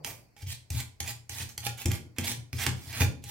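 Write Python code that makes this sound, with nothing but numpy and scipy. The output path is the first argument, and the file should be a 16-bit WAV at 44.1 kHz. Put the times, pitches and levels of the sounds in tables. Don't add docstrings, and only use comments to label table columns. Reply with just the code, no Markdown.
import sys
import numpy as np
from scipy import signal
from scipy.fft import rfft, irfft
from scipy.io import wavfile
from scipy.ndimage import uniform_filter1d, map_coordinates

SR = 44100
rng = np.random.default_rng(int(sys.argv[2]) if len(sys.argv) > 2 else 0)


def persist_wave(psi):
    counts = np.round(np.clip(psi, -1, 1) * 32767).astype(np.int16)
    wavfile.write(sys.argv[1], SR, np.atleast_2d(counts).T)


def gain_from_db(level_db):
    decades = np.asarray(level_db, float) / 20
    return 10 ** decades


N = 145530

# start t/s, end t/s, first level/dB, last level/dB, treble/dB
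STROKES = [(0.034, 0.116, -65.5, -46.5, 3), (0.365, 0.437, -61, -52.5, 1.5),
           (0.463, 0.531, -56.5, -43.5, 7), (0.705, 0.811, -53.5, -37, 4.5), (1, 1.089, -59, -38.5, 1),
           (1.078, 1.113, -36, -41.5, 3.5), (1.297, 1.434, -51, -41.5, 5), (1.488, 1.507, -51, -55.5, 7.5),
           (1.604, 1.641, -77.5, -37, -13), (1.64, 1.672, -50.5, -35.5, 7), (1.773, 1.832, -51.5, -49.5, 7),
           (1.888, 1.914, -78, -29, -7), (1.931, 1.965, -38.5, -45, 0.5), (2.163, 2.255, -51, -43, -7.5),
           (2.238, 2.27, -37.5, -40, 3), (2.268, 2.331, -33, -43.5, 4.5), (2.531, 2.581, -59.5, -56, 8),
           (2.582, 2.655, -40, -29, 1), (2.644, 2.742, -35, -63, -8), (2.75, 2.926, -59, -45.5, 2.5),
           (2.93, 3.01, -38.5, -36, -1.5), (3.003, 3.045, -25.5, -41, 0), (3.22, 3.3, -67.5, -43.5, 5)]
# f/Hz, level/dB per Hz
CRACK_COLOUR = [(240, -14), (400, -32.5), (714, -11.5), (2420, 1), (4120, -1.5), (6190, 5), (10900, -1),
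                (14600, -4), (16800, -21)]
# f/Hz, level/dB, T60/s
BLADE = [(822, -3, .15), (1421, 0, .2), (1673, 5, .06), (1895, 8, .07), (2195, 8, .07), (2420, 8, .05),
         (2565, 7, .1), (2640, 4, .06), (3100, 3, .1), (3560, 10, .04), (4112, 0, .1), (5250, 6, .06),
         (6500, 4, .07)]
# f/Hz, level/dB, T60/s
WOOD = [(600, -7, .05), (760, -8, .05), (825, 0, .08), (1800, 8.5, .01), (2420, 6.5, .02)]
# f/Hz, level/dB, T60/s
TABLE = [(90, 0, .9), (118, 0, .5)]
# f/Hz, level/dB, T60/s
BOARD = [(138.1, -19, 0.56), (168.7, -27.5, 0.9), (191.9, -14.5, 0.25), (230.2, -11, 0.13),
         (258.5, -15.5, 0.084), (288, -19.5, 0.13), (257, -8.5, 0.039)]
SUSTAINED_TOP_HZ = 15900


def evened(x):
    return x / np.sqrt(np.mean(x ** 2) + 1e-20)


def read(points, hz):
    f, value = np.transpose(points)
    return np.interp(np.log(hz + 1), np.log(f + 1), value)


def add(mix, s, sound):
    part = mix[round(s * SR):][:len(sound)]
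    part += sound[:len(part)]


def butter(x, order, hz, kind="low"):
    return signal.sosfilt(signal.butter(order, hz, kind, fs=SR, output="sos"), x)


def colour(x, points):
    level_db = read(points, abs(np.fft.fftfreq(4096, 1 / SR)))
    log_gain = np.log(gain_from_db(np.maximum(level_db, -100)))
    taps = np.fft.ifft(np.exp(np.conj(signal.hilbert(log_gain)))).real[:2048]
    taps = taps / np.linalg.norm(taps)
    if x.ndim > 1:
        taps = taps[None]
    return signal.oaconvolve(x, taps, axes=-1)[..., :N]


def tilt(x, treble):
    low = butter(x, 2, 4500)
    return low + treble * (x - low)


def ring(force, modes):
    t = np.arange(SR // 4) / SR
    taps = sum(gain_from_db(db - 60 * t / t60) * np.sin(2 * np.pi * hz * t) for hz, db, t60 in modes)
    return signal.fftconvolve(force, taps / np.linalg.norm(taps))[:N]


def patchy(x):
    hz, _, z = signal.stft(x, SR, nperseg=512)
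    patches = uniform_filter1d(rng.standard_normal(z.shape), size=8, axis=0)
    patches = evened(uniform_filter1d(patches, size=8, axis=1))
    z = z * gain_from_db(2.1 * patches) * (hz < SUSTAINED_TOP_HZ)[:, None]
    return signal.istft(z, SR, nperseg=512)[1][:N]


def floor():
    # f/Hz, level/dB per Hz
    hiss_colour = [(18, -25), (30, 1), (50, 4.5), (124, -9.5), (844, -22.5), (1280, -28.5), (2480, -24),
                   (3490, -52), (4420, -25.5), (8000, -40), (15800, -38), (16000, -97)]
    t = np.arange(N) / SR
    hiss = gain_from_db(-62.5) * evened(colour(rng.standard_normal((2, N)), hiss_colour))

    whine_hz, width_hz, whine_end_s = 4620, 140, 0.275
    band = [whine_hz - width_hz / 2, whine_hz + width_hz / 2]
    whine = gain_from_db(-75.5) * evened(butter(rng.standard_normal((2, N)), 2, band, "band")) * (t < whine_end_s)

    tail_db, tail_t60 = -54, 0.9
    tail = gain_from_db(tail_db - 60 * t / tail_t60) * evened(butter(rng.standard_normal((2, N)), 4, 790))

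    hum_hz, hum_db, hum_end_s = 148.6, -49.5, 0.016
    hum = gain_from_db(hum_db - 96 * np.maximum(t - hum_end_s, 0)) * np.sin(2 * np.pi * hum_hz * t)
    return hiss + whine + tail + hum


def gripped(force):
    # blade level/dB, wood level/dB
    grip = [(-16, -7), (-13, 6.5), (-8, -4), (-1.5, 4), (5, -12), (-0.5, -1.5), (3.5, -25), (0, 7), (7, 2),
            (9.5, 4), (7, 6.5), (3, -1), (0, 1.5), (2, -20), (-16, -6), (2.5, -7), (5, -5), (-6, -0.5),
            (-6, -12), (-3, 0), (-1, -5.5), (-5, -4), (-4, 3)]
    detune, spread_db = 0.012, 2
    blade_rasp_db, wood_rasp_db = -12, -10
    body = np.zeros(N)
    edges = [round(row[0] * SR) for row in STROKES] + [N]
    for a, b, (blade_db, wood_db) in zip(edges, edges[1:], grip):
        modes = []
        for hz, db, t60 in BLADE + WOOD:
            p, q = rng.standard_normal(2)
            modes.append((hz * (1 + detune * p), db + spread_db * q, t60))
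        add(body, a / SR, gain_from_db(blade_rasp_db + blade_db) * ring(force[a:b], modes[:len(BLADE)]))
        add(body, a / SR, gain_from_db(wood_rasp_db + wood_db) * ring(force[a:b], modes[len(BLADE):]))
    return body


def rasp():
    # f/Hz, level/dB per Hz
    rasp_colour = [(260, -51), (450, -8), (826, 1.5), (1270, -12), (1890, 4), (2040, -0.5), (2510, 2),
                   (2700, 0), (15500, -10)]
    grit_per_s, grit_spread_db, grit_db = 810, 4.5, -8
    flicker_db, ease_s, rumble_db = 1.3, 0.0075, -5.5
    t, level, treble = np.arange(N) / SR, np.zeros(N), np.ones(N)
    for start, end, first_db, last_db, treble_db in STROKES:
        on = (t >= start) & (t < end)
        level[on] = gain_from_db(np.interp(t[on], [start, end], [first_db, last_db]))
        treble[on] = gain_from_db(treble_db)
    level = uniform_filter1d(level, int(ease_s * SR))

    hits = (rng.random(N) < grit_per_s / SR) * rng.choice([-1, 1], N)
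    grit = hits * gain_from_db(grit_spread_db * np.minimum(rng.exponential(1, N), 4))
    slips = evened(rng.standard_normal(N) + gain_from_db(grit_db) * evened(grit))
    flicker = evened(uniform_filter1d(uniform_filter1d(rng.standard_normal(N), size=120), size=120))
    force = level * gain_from_db(flicker_db * flicker) * slips

    scrape = patchy(tilt(colour(force, rasp_colour), treble) + gripped(force))
    rumble = gain_from_db(rumble_db) * ring(force, TABLE[1:] + BOARD)
    return scrape, rumble


def snags():
    # t/s, level/dB, f/Hz
    snapping = [(0.0412, -45, 3040), (.409, -56, 2450), (0.425, -46, 2900), (0.471, -41, 2150),
                (0.5043, -33.5, 2530), (0.529, -42.5, 1800), (0.7513, -36, 2980), (1.0773, -30, 2520),
                (1.093, -30, 5000), (1.3849, -29, 2440), (1.408, -30, 2560), (1.633, -37, 3440),
                (1.6515, -27.5, 3500), (1.7867, -42, 2200), (1.806, -44, 2580), (1.818, -28.5, 2640),
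                (1.9, -37, 3080), (2.1644, -50, 2620), (2.2357, -38, 3330), (2.27, -26, 3000),
                (2.2794, -24, 2180), (2.287, -39, 3560), (2.304, -41, 2980), (2.5724, -38, 4470),
                (2.5883, -37, 3300), (2.653, -38, 2480), (2.9283, -30.5, 2250), (3.2858, -46, 4000)]
    snap_t60, click_t60, click_db = 0.0045, 0.017, -3.5
    t, snap, click = np.arange(600) / SR, np.zeros(N), np.zeros(N)
    for s, db, hz in snapping:
        add(snap, s, gain_from_db(db - 60 * t / snap_t60) * rng.standard_normal(600))
        add(click, s, gain_from_db(db + click_db - 60 * t / click_t60) * np.sin(2 * np.pi * hz * t))
    return colour(snap, CRACK_COLOUR) + click


def ticks():
    # t/s, level/dB, treble/dB, ring level/dB, freed part of the blade f/Hz
    landings = [(0.0458, -19, -4, -11.5, 2420), (0.365, -40.5, -9, -3.5, 820),
                (.703, -29.5, 3, -10.5, 5250), (1.0031, -21, -0.5, -9, 6500),
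                (1.2939, -23.5, -3.5, -19, 2340), (1.491, -42, 4, -3, 6500), (1.5777, -25.5, 2, -7.5, 2200),
                (1.6657, -15, -7.5, -5, 822), (1.8128, -41, -2, 3.5, 822), (1.8569, -20, 0, -8, 2420),
                (1.9154, -19.5, -5, -24, 1895), (2.184, -16.5, -4.5, -17, 2460),
                (2.3162, -26.5, -1.5, -2.5, 3100), (2.5293, -21.5, -9, -41, 3560),
                (2.6645, -7, -8, -14.5, 3560), (3.0070, -11.5, -11.5, -8, 2420),
                (3.0174, -11.5, -9.5, -4.5, 3560), (3.239, -39, 5, -2, 5250)]
    lead_s, lead_db, crack_t60, snap_db = 0.003, -17, 0.012, 4
    free_octaves, free_gain_db = 0.03, 8.5
    crack, blow, steel = np.zeros((3, N))
    treble = np.ones(N)
    t = np.arange(1600) / SR - lead_s
    crack_db = np.where(t < 0, lead_db + 4000 * t, -60 * t / crack_t60)
    for s, db, treble_db, ring_db, free_hz in landings:
        add(crack, s + 0.00097 - lead_s, gain_from_db(db + crack_db) * rng.standard_normal(1600))
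        add(crack, s + 0.00074, gain_from_db([db + snap_db]))
        add(blow, s + 0.0008, gain_from_db([db + ring_db + 12.5]))
        free_modes = []
        for hz, level_db, t60 in BLADE:
            nearness = np.exp(-(np.log2(hz / free_hz) / free_octaves) ** 2)
            free_modes.append((hz, level_db + free_gain_db * nearness, t60))
        add(steel, s + 0.00054, ring(gain_from_db([db + ring_db + 11]), free_modes))
        treble[round((s - lead_s) * SR):] = gain_from_db(treble_db)
    return tilt(colour(crack, CRACK_COLOUR), treble) + steel + ring(blow, WOOD)


def thuds():
    # t/s, level/dB, second mode/dB, upper modes/dB, free swing/s
    weights = [(0.047, -51, 2.5, 13, 0.15), (0.424, -35, -26, -13, 0.045), (.466, -35, -5.5, -17, 0.055),
               (0.704, -28.5, -12, -15, 0.024), (0.741, -30.5, 0.5, -12, 0.049),
               (1.005, -36.5, -7, -6.5, 0.087), (1.295, -42.5, -7, -7, 0.15), (1.401, -38, -6, -2.5, 0.071),
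               (1.58, -43.5, -2, -4.5, 0.19), (1.664, -43, 1, -1.5, 0.087), (1.855, -22.5, -5, -1.5, 0.087),
               (2.183, -32, -14, 4.5, 0.087), (2.051, -57, -12, 12, 0.067), (2.28, -45.5, -15, 7, 0.17),
               (2.37, -49, 7, -2, 0.029), (2.53, -32, -2, -5, 0.18), (2.666, -32.5, 2.5, 4, 0.12),
               (2.871, -41.5, -4, -12, 0.15), (3.006, -19, -8.5, -3, 0.079),
               (3.242, -43.5, -3.5, -8, 0.057)]
    table_rise_s, board_rise_s, detune = 0.0039, 0.0051, 0.02
    hand_db_per_s, hand_floor_db = -600, -21
    t, out = np.arange(SR // 2) / SR, np.zeros(N)
    modes = TABLE + BOARD
    rises = [table_rise_s] * len(TABLE) + [board_rise_s] * len(BOARD)

    puffs = evened(butter(rng.standard_normal((len(weights), len(t))), 2, [134, 352], "band"))
    body_level = gain_from_db(-15.5 - 60 * t / 0.4) + gain_from_db(-7.5 - 60 * t / 0.047)
    body_level = body_level * (1 - np.exp(-t / board_rise_s))

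    for (s, db, second_db, upper_db, free_s), puff in zip(weights, puffs):
        hand_db = np.clip(hand_db_per_s * (t - free_s), hand_floor_db, 0)
        upper = list(upper_db + 3 * rng.standard_normal(len(modes) - 2))
        extra_db = [hand_db, hand_db / 2 + second_db] + upper
        thud = gain_from_db(upper_db) * body_level * puff
        for (hz, level_db, t60), more_db, rise_s in zip(modes, extra_db, rises):
            tuned_hz = hz * (1 + detune * rng.standard_normal() * hz / 90)
            swell = 1 - np.exp(-t / rise_s)
            thud += gain_from_db(level_db + more_db - 60 * t / t60) * swell * np.sin(2 * np.pi * tuned_hz * t)
        add(out, s, gain_from_db(db + 2.5) * thud)
    return out


def slap():
    # f/Hz, level/dB per Hz
    splat_colour = [(300, -3), (600, 5), (950, -1.5), (1700, -9), (2400, 5), (3600, -28), (4600, -6),
                    (12000, -5)]
    start_s, splat_db, splat_t60 = 0.06, -37, 0.29
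    t = np.arange(N) / SR - start_s
    level = gain_from_db(splat_db - 60 * abs(t) / splat_t60) * (t > 0)
    return patchy(colour(level * rng.standard_normal(N), splat_colour))


def left_port(steel):
    lag_s, sway_s, sway_hz = 0.00002, 0.00006, 9.2
    t = np.arange(N) / SR
    rates = sway_hz * np.geomspace(0.2, 1, num=8)
    sway = evened(sum(np.sin(2 * np.pi * (hz * t + rng.random())) for hz in rates))
    return gain_from_db(-4) * map_coordinates(steel, [(t - lag_s - sway_s * sway) * SR], order=3)


def early_echoes(steel):
    # t/s, left level/dB, right level/dB
    echoes = [
        (.0012, -13.5, -19.5),
        (.0021, -36, -13.5),
        (.0045, -10, -37),
        (0.026, -9.5, -24.5),
    ]
    out = np.zeros((2, N))
    for s, left_db, right_db in echoes:
        add(out[0], s, gain_from_db(left_db) * steel)
        add(out[1], s * 1.2, gain_from_db(right_db) * steel)
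    return out


def kitchen(x):
    # f/Hz, T60/s
    room = [(100, 0.41), (500, 0.46), (1500, 0.3), (4000, 0.32), (9000, 0.29), (16000, 0.19)]
    gap_s, spacing = 0.0043, 20
    taps = np.zeros((2, SR))
    at = np.arange(int(gap_s * SR), SR - spacing, spacing)
    at = at + rng.integers(0, spacing, (2, len(at)))
    np.put_along_axis(taps, at, rng.choice([-1., 1.], at.shape), 1)
    hz, t, z = signal.stft(taps, SR, nperseg=256)
    decay = gain_from_db(-60 * t / read(room, hz)[:, None])
    tail = signal.istft(z * decay, SR, nperseg=256)[1]
    return signal.fftconvolve(x[None], tail / np.linalg.norm(tail[0]), axes=1)[:, :N]


def scene():
    # f/Hz, left minus right level/dB
    ports = [(60, 8.5), (150, 1.5), (380, 0), (950, -2), (2380, -5.5), (5980, 1), (15000, -7.5)]
    steel_wet_db, wood_wet_db = -4.5, -2
    quiet = floor()
    scrape, rumble = rasp()
    steel = scrape + snags() + ticks() + slap()
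    wood = rumble + thuds()

    direct = np.array([left_port(steel), steel]) + wood
    walls = butter(wood, 2, 145.4, "high")
    wet = early_echoes(steel) + kitchen(gain_from_db(steel_wet_db) * steel + gain_from_db(wood_wet_db) * walls)

    hz = np.fft.rfftfreq(N, 1 / SR)
    port = gain_from_db(read(ports, hz) / 2)
    both = rfft(direct) + rfft(wet) * (hz < SUSTAINED_TOP_HZ)
    return irfft(both * np.array([port, 1 / port]), N) + quiet


def top_cut(x):
    return signal.sosfilt(signal.butter(12, 16990, fs=SR, output="sos"), x)


def record(dry):
    side_low_hz, mic_low_hz, edge_hz = 460, 53.6, 16900
    hz = np.fft.rfftfreq(N, 1 / SR)
    shared = np.fft.rfft(dry[0] - dry[1]) / (1 + (hz / side_low_hz) ** 2)
    gap = np.fft.irfft(shared, N) / 4
    x = butter(dry + np.array([-gap, gap]), 2, mic_low_hz, "high")
    limit = signal.firwin(511, edge_hz, window=("kaiser", 9), fs=SR)
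    x = signal.oaconvolve(x, limit[None], "same")
    return top_cut(x)


dry = scene()
out = record(dry)
persist_wave(out)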